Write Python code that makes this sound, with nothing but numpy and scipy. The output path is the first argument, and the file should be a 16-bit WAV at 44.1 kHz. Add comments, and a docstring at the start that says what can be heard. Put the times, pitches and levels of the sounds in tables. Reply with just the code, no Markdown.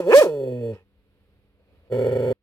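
"""First you hear a dog, close by in a quiet room, grumbling at another dog. Its voice swoops up into one
hissing yelp and sinks to a low moan. It draws air, then gives a short fluttering growl; at 2.33 s the sound
breaks off sharply and the background drops. The voice comes from vocal folds that beat and make the throat and
mouth ring; the hiss is air passing bared teeth. The cone the dog wears scatters the sound, and faint metallic
copies sit in the treble."""
import sys
import numpy as np
from scipy import signal
from scipy.fft import rfft, irfft, next_fast_len
from scipy.io import wavfile
from scipy.ndimage import map_coordinates

SR = 44100
rng = np.random.default_rng(int(sys.argv[2]) if len(sys.argv) > 2 else 0)


def materialize(psi):
    """Save the field psi as 16-bit PCM at rate SR to the path in sys.argv[1].

    A 1-D psi becomes a single channel; in a 2-D psi each row is a channel.
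    """
    bounded = np.clip(np.atleast_2d(psi).T, -1, 1)
    quanta = np.round(bounded * 32767).astype(np.int16)
    wavfile.write(sys.argv[1], SR, quanta)


N = 107118


def amp(db):
    """Turn decibels into a gain."""
    return 10 ** (np.asarray(db) / 20)


def unit(x):
    """Scale to an average (rms) size of 1."""
    return x / np.sqrt(np.mean(x ** 2) + 1e-20)


def clock():
    """The time of each sample."""
    return np.arange(N) / SR


def along(points, hz):
    """Read a table between its frequencies, on a log scale."""
    f, v = np.transpose(points)
    return np.interp(np.log(hz + 1), np.log(f + 1), v)


def curves(rows):
    """One value per sample for each column after the time."""
    times, *columns = np.transpose(rows)
    return [np.interp(clock(), times, column) for column in columns]


def wobble(rate):
    """A smooth curve through rate random points a second."""
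    return map_coordinates(rng.standard_normal(int(N * rate / SR) + 4), [clock() * rate])


def until(end_s, fade_s):
    """Stay at 1, then fade to reach 0 at end_s."""
    return np.clip((end_s - clock()) / fade_s, 0, 1)


def filtered(x, response):
    """Give each frequency in x the gain response(hz)."""
    size = next_fast_len(N + SR // 2)
    return irfft(rfft(x, size) * response(np.fft.rfftfreq(size, 1 / SR)), size)[..., :N]


# How alike noise is on the left and right: f/Hz, likeness/0-1
AIR_LIKENESS = [(30,.5),(100,0.9),(600,.9),(2000,0.62),(4000,.1),(15000,.1)]
def air(colour, gate=1):
    """Stereo noise, chopped by gate, then given a colour (a level for each frequency)."""
    def response(hz):
        spread = np.arccos(np.clip(along(AIR_LIKENESS, hz), -1, 1)) / 2
        return amp(along(colour, hz)) * [np.cos(spread), np.sin(spread)]
    mid, side = filtered(gate * rng.standard_normal((2, N)), response)
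    return unit(np.array([mid + side, mid - side]))


def harmonics(phase, pitch, colour, count, hold_db=-13):
    """One second of tones at multiples of the pitch, kept level except in the colour's deep dips."""
    k = np.arange(1, count + 1)[:, None]
    gains = amp(along(colour, k * pitch[:SR]))
    tone = (gains * np.cos(k * phase[:SR] + k * k / 2)).sum(0)
    strength = np.sqrt(((gains ** 2).sum(0) + amp(hold_db) ** 2) / 2)
    return np.pad(tone / strength, (0, N - SR))


def ring_out(pulses, colour, size=4096):
    """Each pulse sets off a ring of the given colour."""
    cepstrum = irfft(np.log(amp(along(colour, np.fft.rfftfreq(size, 1 / SR)))))
    one_sided = 2 * cepstrum[:size // 2] * (np.arange(size // 2) > 0)  # no ringing before the pulse
    ring = irfft(np.exp(rfft(one_sided, size)))
    return signal.fftconvolve(pulses, ring)[:N]


# Colour of the room's rumble: f/Hz, level/dB
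RUMBLE_COLOUR = [(15,-35.5),(25,-10.5),(75,2.5),(110,-7.5),(160,-12.5),(240,-20.5),(340,-18),(450,-13),(690,-27.5),(1200,-29.5),(2500,-29),(4300,-34.5),(6500,-54),(9000,-47),(12000,-42),(15500,-49)]
# Tones of the hum: f/Hz, level/dB
HUM_TONES = [(199.5,-73.5),(283,-77.5),(495,-83)]
def room(rumble_db=-64, drop_db=-14):
    """A low rumble and a faint hum; both drop away as the growl ends."""
    hum = sum(np.sqrt(2) * amp(db) * np.sin(2 * np.pi * hz * clock() + .5 * wobble(2.7))
              for hz, db in HUM_TONES)
    rumble = amp(rumble_db + 1.2 * wobble(8)) * air(RUMBLE_COLOUR)
    return (rumble + hum) * amp(drop_db * (1 - until(2.38, .06)))


# Loudness of the breath in: t/s, level/dB
INHALE_LEVEL = [(0,-100),(.9,-86.5),(1.45,-80.5),(1.6,-70),(1.76,-65.5),(1.84,-70),(1.88,-63),(1.95,-85)]
# Its colour: f/Hz, level/dB
INHALE_COLOUR = [(100,-25.5),(300,-6.5),(500,0.5),(650,-6.5),(850,-16.5),(1600,-18.5),(2100,-20),(2550,-15),(3200,-26.5),(4500,-26),(6000,-42.5),(15000,-45.5)]
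def inhale():
    """The dog draws air softly before it growls."""
    level_db, = curves(INHALE_LEVEL)
    return amp(level_db + 1.3 * wobble(35)) * air(INHALE_COLOUR)


# Loudness of the lip noise: t/s, level/dB
LIP_LEVEL = [(.7,-100),(.725,-66),(.745,-58),(.77,-69),(.85,-93),(.9,-110)]
# Its colour: f/Hz, level/dB
LIP_COLOUR = [(300,-11),(1000,0),(1400,2),(2000,-6),(2550,-0.5),(3500,-7.5),(4700,-10),(5400,-7.5),(6000,-20),(15000,-28.5)]
def lips():
    """The lips settle softly as the moan dies."""
    level_db, = curves(LIP_LEVEL)
    return amp(level_db) * air(LIP_COLOUR)


def cone_scatter(voice, level_db=-18, decay_s=.041):
    """The cone collar scatters the voice into a short echo, opposite on the left and right."""
    t = np.arange(SR // 8) / SR
    tail = rng.standard_normal(len(t)) * amp(-60 * t / decay_s)
    echo = signal.fftconvolve(voice.mean(0), tail / np.linalg.norm(tail))[:N]
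    return amp(level_db) * echo * np.array([[1], [-1]])


GROWL_S, GROWL_END_S, GROWL_HZ = 1.9245, 2.329, 118.7
# Catches, moments when the throat goes slack: t/s, drop in beat level/dB
CATCHES = [(1.938,0),(1.976,7),(2.004,1.5),(2.039,1.5),(2.071,-1.5),(2.106,9),(2.145,7.5),(2.183,7),(2.219,1),(2.254,3),(2.298,1.5)]
# Colour of the ringing throat: f/Hz, level/dB
THROAT_COLOUR = [(60,-44.5),(170,-16),(240,-12),(295,-21),(345,-12.5),(410,2),(470,0),(525,2),(590,-9),(680,-21.5),(770,-33.5),(920,-24),(1150,-53),(1330,-28),(1600,-48),(1830,-33.5),(2050,-47),(2250,-43),(2500,-46),(3000,-63.5)]
# Colour of the growl's raspy air: f/Hz, level/dB
GROWL_AIR_COLOUR = [(30,-9),(90,1),(300,-1.5),(900,1.5),(1050,-9),(1170,-29.5),(1350,0.5),(1600,-8.5),(1850,-1),(2080,-11),(2250,1),(2550,-19),(3030,-5.5),(3250,-19.5),(3800,-23.5),(5500,-26),(6500,-31),(10000,-34),(15500,-32.5)]
def growl(rise_s=.026, jitter_s=.0003, scatter_db=1.47, catch_s=.0046, lag_s=.0028, recover_s=.02):
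    """Uneven beats of the vocal folds ring the throat; at a catch they weaken, lag, then hurry on."""
    t = clock()
    length_s = GROWL_END_S - GROWL_S
    slack_db = sum(depth * np.exp(-((t - s) / catch_s) ** 2) for s, depth in CATCHES)
    swell = (t - GROWL_S) / rise_s
    effort = amp(26 * np.minimum(swell, 0)) * np.clip((swell + 1) * 10, 0, 1)
    beats = GROWL_S + (np.arange(int(length_s * GROWL_HZ) + 6) - 4) / GROWL_HZ
    chance = rng.standard_normal((len(beats), 2))
    lag = sum((beats > s) * np.exp(-abs(beats - s) / recover_s) for s, _ in CATCHES)
    times = beats + jitter_s * chance[:, 0] + lag_s * (lag - .4)
    sizes = amp(scatter_db * chance[:, 1] - np.interp(beats + .003, t, slack_db))
    pulses = np.bincount((times * SR).astype(int), sizes, N)[:N]
    throat = unit(ring_out(pulses, THROAT_COLOUR)) * np.sqrt(length_s * SR / N)
    phase = 2 * np.pi * GROWL_HZ * (t - GROWL_S) + .37 * wobble(50)
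    chest = np.sqrt(2) * (np.cos(phase) + amp(-12) * np.cos(2 * phase)) * amp(-.15 * slack_db)
    rasp = air(GROWL_AIR_COLOUR, 1 - .3 * np.cos(phase)) * amp(-.2 * slack_db)
    return effort * (amp(-21.5) * throat + amp(-31) * chest + amp(-43) * np.sqrt(effort) * rasp)


# Loudness of the hiss: t/s, level/dB
HISS_LEVEL = [(0,-48.5),(.03,-59),(.07,-58),(.12,-43),(.14,-35),(.168,-25),(.19,-26.5),(.205,-34),(.23,-33.5),(.27,-49.5),(.31,-61),(.4,-71),(.72,-72.5),(.8,-87.5)]
# Its colour: f/Hz, level/dB
HISS_COLOUR = [(25,-4),(70,-0.5),(150,-9),(600,-9),(1200,-7),(2300,-6),(3200,-3),(6000,-2.5),(9000,-7),(12000,-9),(15500,-15)]
def teeth_hiss(puffs):
    """Puffs of air hiss through the bared teeth."""
    level_db, = curves(HISS_LEVEL)
    return amp(level_db) * air(HISS_COLOUR, puffs)


def voice_crack(phase, at_s=.183, width_s=.014, level_db=-27.5):
    """At the top of the yelp the folds repeat only every second beat, adding a tone an octave down."""
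    halves = np.cos(phase / 2) + amp(-8) * np.cos(3 * phase / 2) + amp(-16) * np.cos(5 * phase / 2)
    return amp(level_db) * np.exp(-((clock() - at_s) / width_s) ** 2) * halves


# Loudness of the chest tone while the pitch is low: t/s, level/dB
CHEST_LEVEL = [(0,-42.5),(.104,-35),(.132,-46.5),(.228,-50),(0.269,-41.5),(.4,-39.5),(0.531,-31.5),(.714,-33.5),(.742,-36),(0.767,-55.5),(0.799,-63.5)]
# Its colour: f/Hz, level/dB
CHEST_COLOUR = [(60,12),(115,3.5),(170,-6.5),(245,0),(300,-11),(380,-40),(600,-90)]
def chest_tone(phase, pitch, top_hz=330):
    """The chest hums with the voice, fading when the pitch passes top_hz."""
    level_db, = curves(CHEST_LEVEL)
    return amp(level_db) * harmonics(phase, pitch, CHEST_COLOUR, count=3) / (1 + (pitch / top_hz) ** 10)


# Pitch of the voice: t/s, f/Hz
PITCH = [(0,188.1),(.042,164.6),(.078,185.2),(.1,225.4),(.113,256.1),(.126,371.7),(.138,467.6),(.15,546),(.165,562.7),(.184,598.4),(.207,616.2),(.222,513),(.24,345.3),(.26,202),(.28,171.3),(.302,154.7),(.37,141.2),(.448,130.4),(.604,119.9),(.718,110.9),(.775,92.1)]
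# How rough the voice is: t/s, roughness/0-1
ROUGHNESS = [(0,0.22),(0.048,0.09),(.1,0.15),(.128,0.41),(0.144,0.04),(.21,.01),(.24,.08),(.265,0.32),(.31,0.09),(.41,0.08),(.445,0.39),(.52,0.2),(.57,.06),(.605,0.26),(.64,0.1),(0.699,0.1),(.75,0.64)]
# Loudness of the mouth's ring: t/s, level/dB
MOUTH_LEVEL = [(0,-13.5),(0.021,-33),(.055,-30),(.08,-17),(.1,-13.5),(.113,-12.5),(.125,-19.5),(.134,-10.5),(.144,-5.5),(.16,-6),(0.195,-8),(0.206,-19.5),(.213,-7),(.222,-9),(.23,-18),(.248,-20),(.264,-16.5),(.287,-27),(.41,-26),(0.509,-29.5),(0.601,-35.5),(0.636,-28.5),(0.709,-29),(.74,-42),(.78,-59.5),(.83,-65.5)]
# Its colour: f/Hz, level/dB
MOUTH_COLOUR = [(150,-74),(270,-31),(340,-11.5),(400,-3.5),(470,3.5),(540,-5.5),(610,-8),(665,-27),(760,-35),(880,-35.5),(1050,-59.5),(2000,-100)]
# Bright parts of the voice: t/s, overtone level/dB, rasp level/dB (before a 2.5 dB lift)
BRIGHT_LEVELS = [(0,-40.5,-48),(.056,-49,-58.5),(.098,-39,-43.5),(.12,-25,-28.5),(.133,-18,-21),(.143,-20,-31),(.154,-23,-26),(.164,-45.5,-28.5),(.186,-33.5,-30.5),(.204,-25.5,-28.5),(.215,-31.5,-35.5),(.226,-24.5,-34),(.246,-39,-44.5),(.27,-38,-50),(.316,-50,-62),(.38,-59.5,-65),(.56,-66.5,-62),(.66,-63.5,-62),(.78,-63.5,-64),(.82,-75,-74.5)]
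# Overtone colours, mouth open and shut: f/Hz, level/dB
OVERTONES_OPEN = [(550,-58.5),(760,-13),(930,-9),(1035,4.5),(1095,-9.5),(1160,-20.5),(1240,-10),(1330,-6),(1450,-23.5),(1600,-35.5),(2500,-70)]
OVERTONES_SHUT = [(550,-51.5),(760,-6.5),(880,-3),(990,0),(1080,-18.5),(1170,-20.5),(1330,-7),(1450,-15),(1600,-29),(2500,-70)]
# Rasp colours, mouth open and shut: f/Hz, level/dB
RASP_OPEN = [(1000,-60.5),(1450,-18),(1680,1),(1850,-6),(2000,-15),(2230,-8.5),(2380,-13.5),(2530,1.5),(2700,-15),(3000,-15),(3300,-25),(4500,-41.5)]
RASP_SHUT = [(1000,-50),(1600,-13.5),(1760,-9.5),(1850,2),(1950,-13.5),(2300,-15.5),(2430,-6.5),(2540,2.5),(2680,-8.5),(3050,-10),(3500,-20.5),(4500,-36)]
def yelp_and_moan(shut_hz=149, open_hz=246):
    """The vocal folds speed up into a yelp and slow to a moan; the mouth opens as the pitch rises."""
    (pitch,), (rough,), (mouth_db,) = map(curves, (PITCH, ROUGHNESS, MOUTH_LEVEL))
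    overtone_db, rasp_db = curves(BRIGHT_LEVELS)
    jitter = (.0052 + .032 * rough) * wobble(200)
    phase = 2 * np.pi * np.cumsum(pitch * (1 + jitter)) / SR
    puffs = 1 + .55 * np.cos(phase)  # one puff of air per beat
    opening = np.clip((pitch - shut_hz) / (open_hz - shut_hz), 0, 1)

    def voiced(colour, breath, count):
        """Mix a tone with puffing breath of the same colour."""
        tone = harmonics(phase, pitch, colour, count)
        return (tone + breath * air(colour, puffs)) / np.hypot(1, breath)

    mouth = amp(mouth_db) * voiced(MOUTH_COLOUR, .98 * rough, count=9)
    mouth *= 1 + .9 * rough * wobble(160)  # a rough voice flickers in level
    breath = .22 + .28 * rough
    overtones = opening * voiced(OVERTONES_OPEN, breath, count=10)
    overtones += (1 - opening) * voiced(OVERTONES_SHUT, 3 * breath, count=14)
    rasp = opening * voiced(RASP_OPEN, .28 + 1.8 * rough, count=16)
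    rasp += (1 - opening) * voiced(RASP_SHUT, .7 + rough, count=28)
    bright = amp(overtone_db) * overtones + amp(rasp_db + 2.5) * rasp
    voice = chest_tone(phase, pitch) + mouth + bright + voice_crack(phase) + teeth_hiss(puffs)
    fade_in = 1 - until(.0043, .0041)
    return voice * fade_in * until(.85, .04)


def scene():
    """The dog in its cone, in the room; the sound breaks off sharply at the end of the growl."""
    voice = yelp_and_moan() + growl()
    dog = (voice + cone_scatter(voice)) * until(GROWL_END_S, .00086)
    return dog + lips() + inhale() + room()


# Metallic copies around 1, 2, 3 and 4 times copy_hz: level/dB
COPY_LEVELS = [-40.5,-46.5,-48,-52.5]
# How much louder the left side is: f/Hz, level/dB
LEFT_BOOST = [(100,-0.45),(500,0),(1100,4.5),(1700,-1),(2500,-7.5),(4000,-0.5),(7000,-2),(10000,-3.5),(15000,-2)]
# How far the left side's wave is ahead: f/Hz, phase/radians
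LEFT_LEAD = [(100,0),(500,0.52),(1000,.5),(1700,1.41),(2500,2.5),(3400,2.2),(15000,-3.04)]
def record(dry, copy_hz=3900, top_hz=15800):
    """Two microphone openings colour the sound; the low voice is mirrored faintly into the treble."""
    low_colour = [(200, -16.5), (380, -1.5), (650, 2.5), (900, -19.5), (1500, -60.5)]  # f/Hz, level/dB
    low = filtered(dry.mean(0), lambda hz: amp(along(low_colour, hz)))
    copies = low * sum(2 * amp(db) * np.cos(2 * np.pi * copy_hz * k * clock())
                       for k, db in enumerate(COPY_LEVELS, 1))
    sides = np.array([[1], [-1]]) / 2
    balance = lambda hz: amp(sides * along(LEFT_BOOST, hz))
    lead = lambda hz: np.exp(1j * sides * along(LEFT_LEAD, hz))
    stereo = filtered(dry, lambda hz: balance(hz) * lead(hz))
    return filtered(np.clip(stereo + copies, -1, 1), lambda hz: hz < top_hz)


dry = scene()
out = record(dry)
materialize(out)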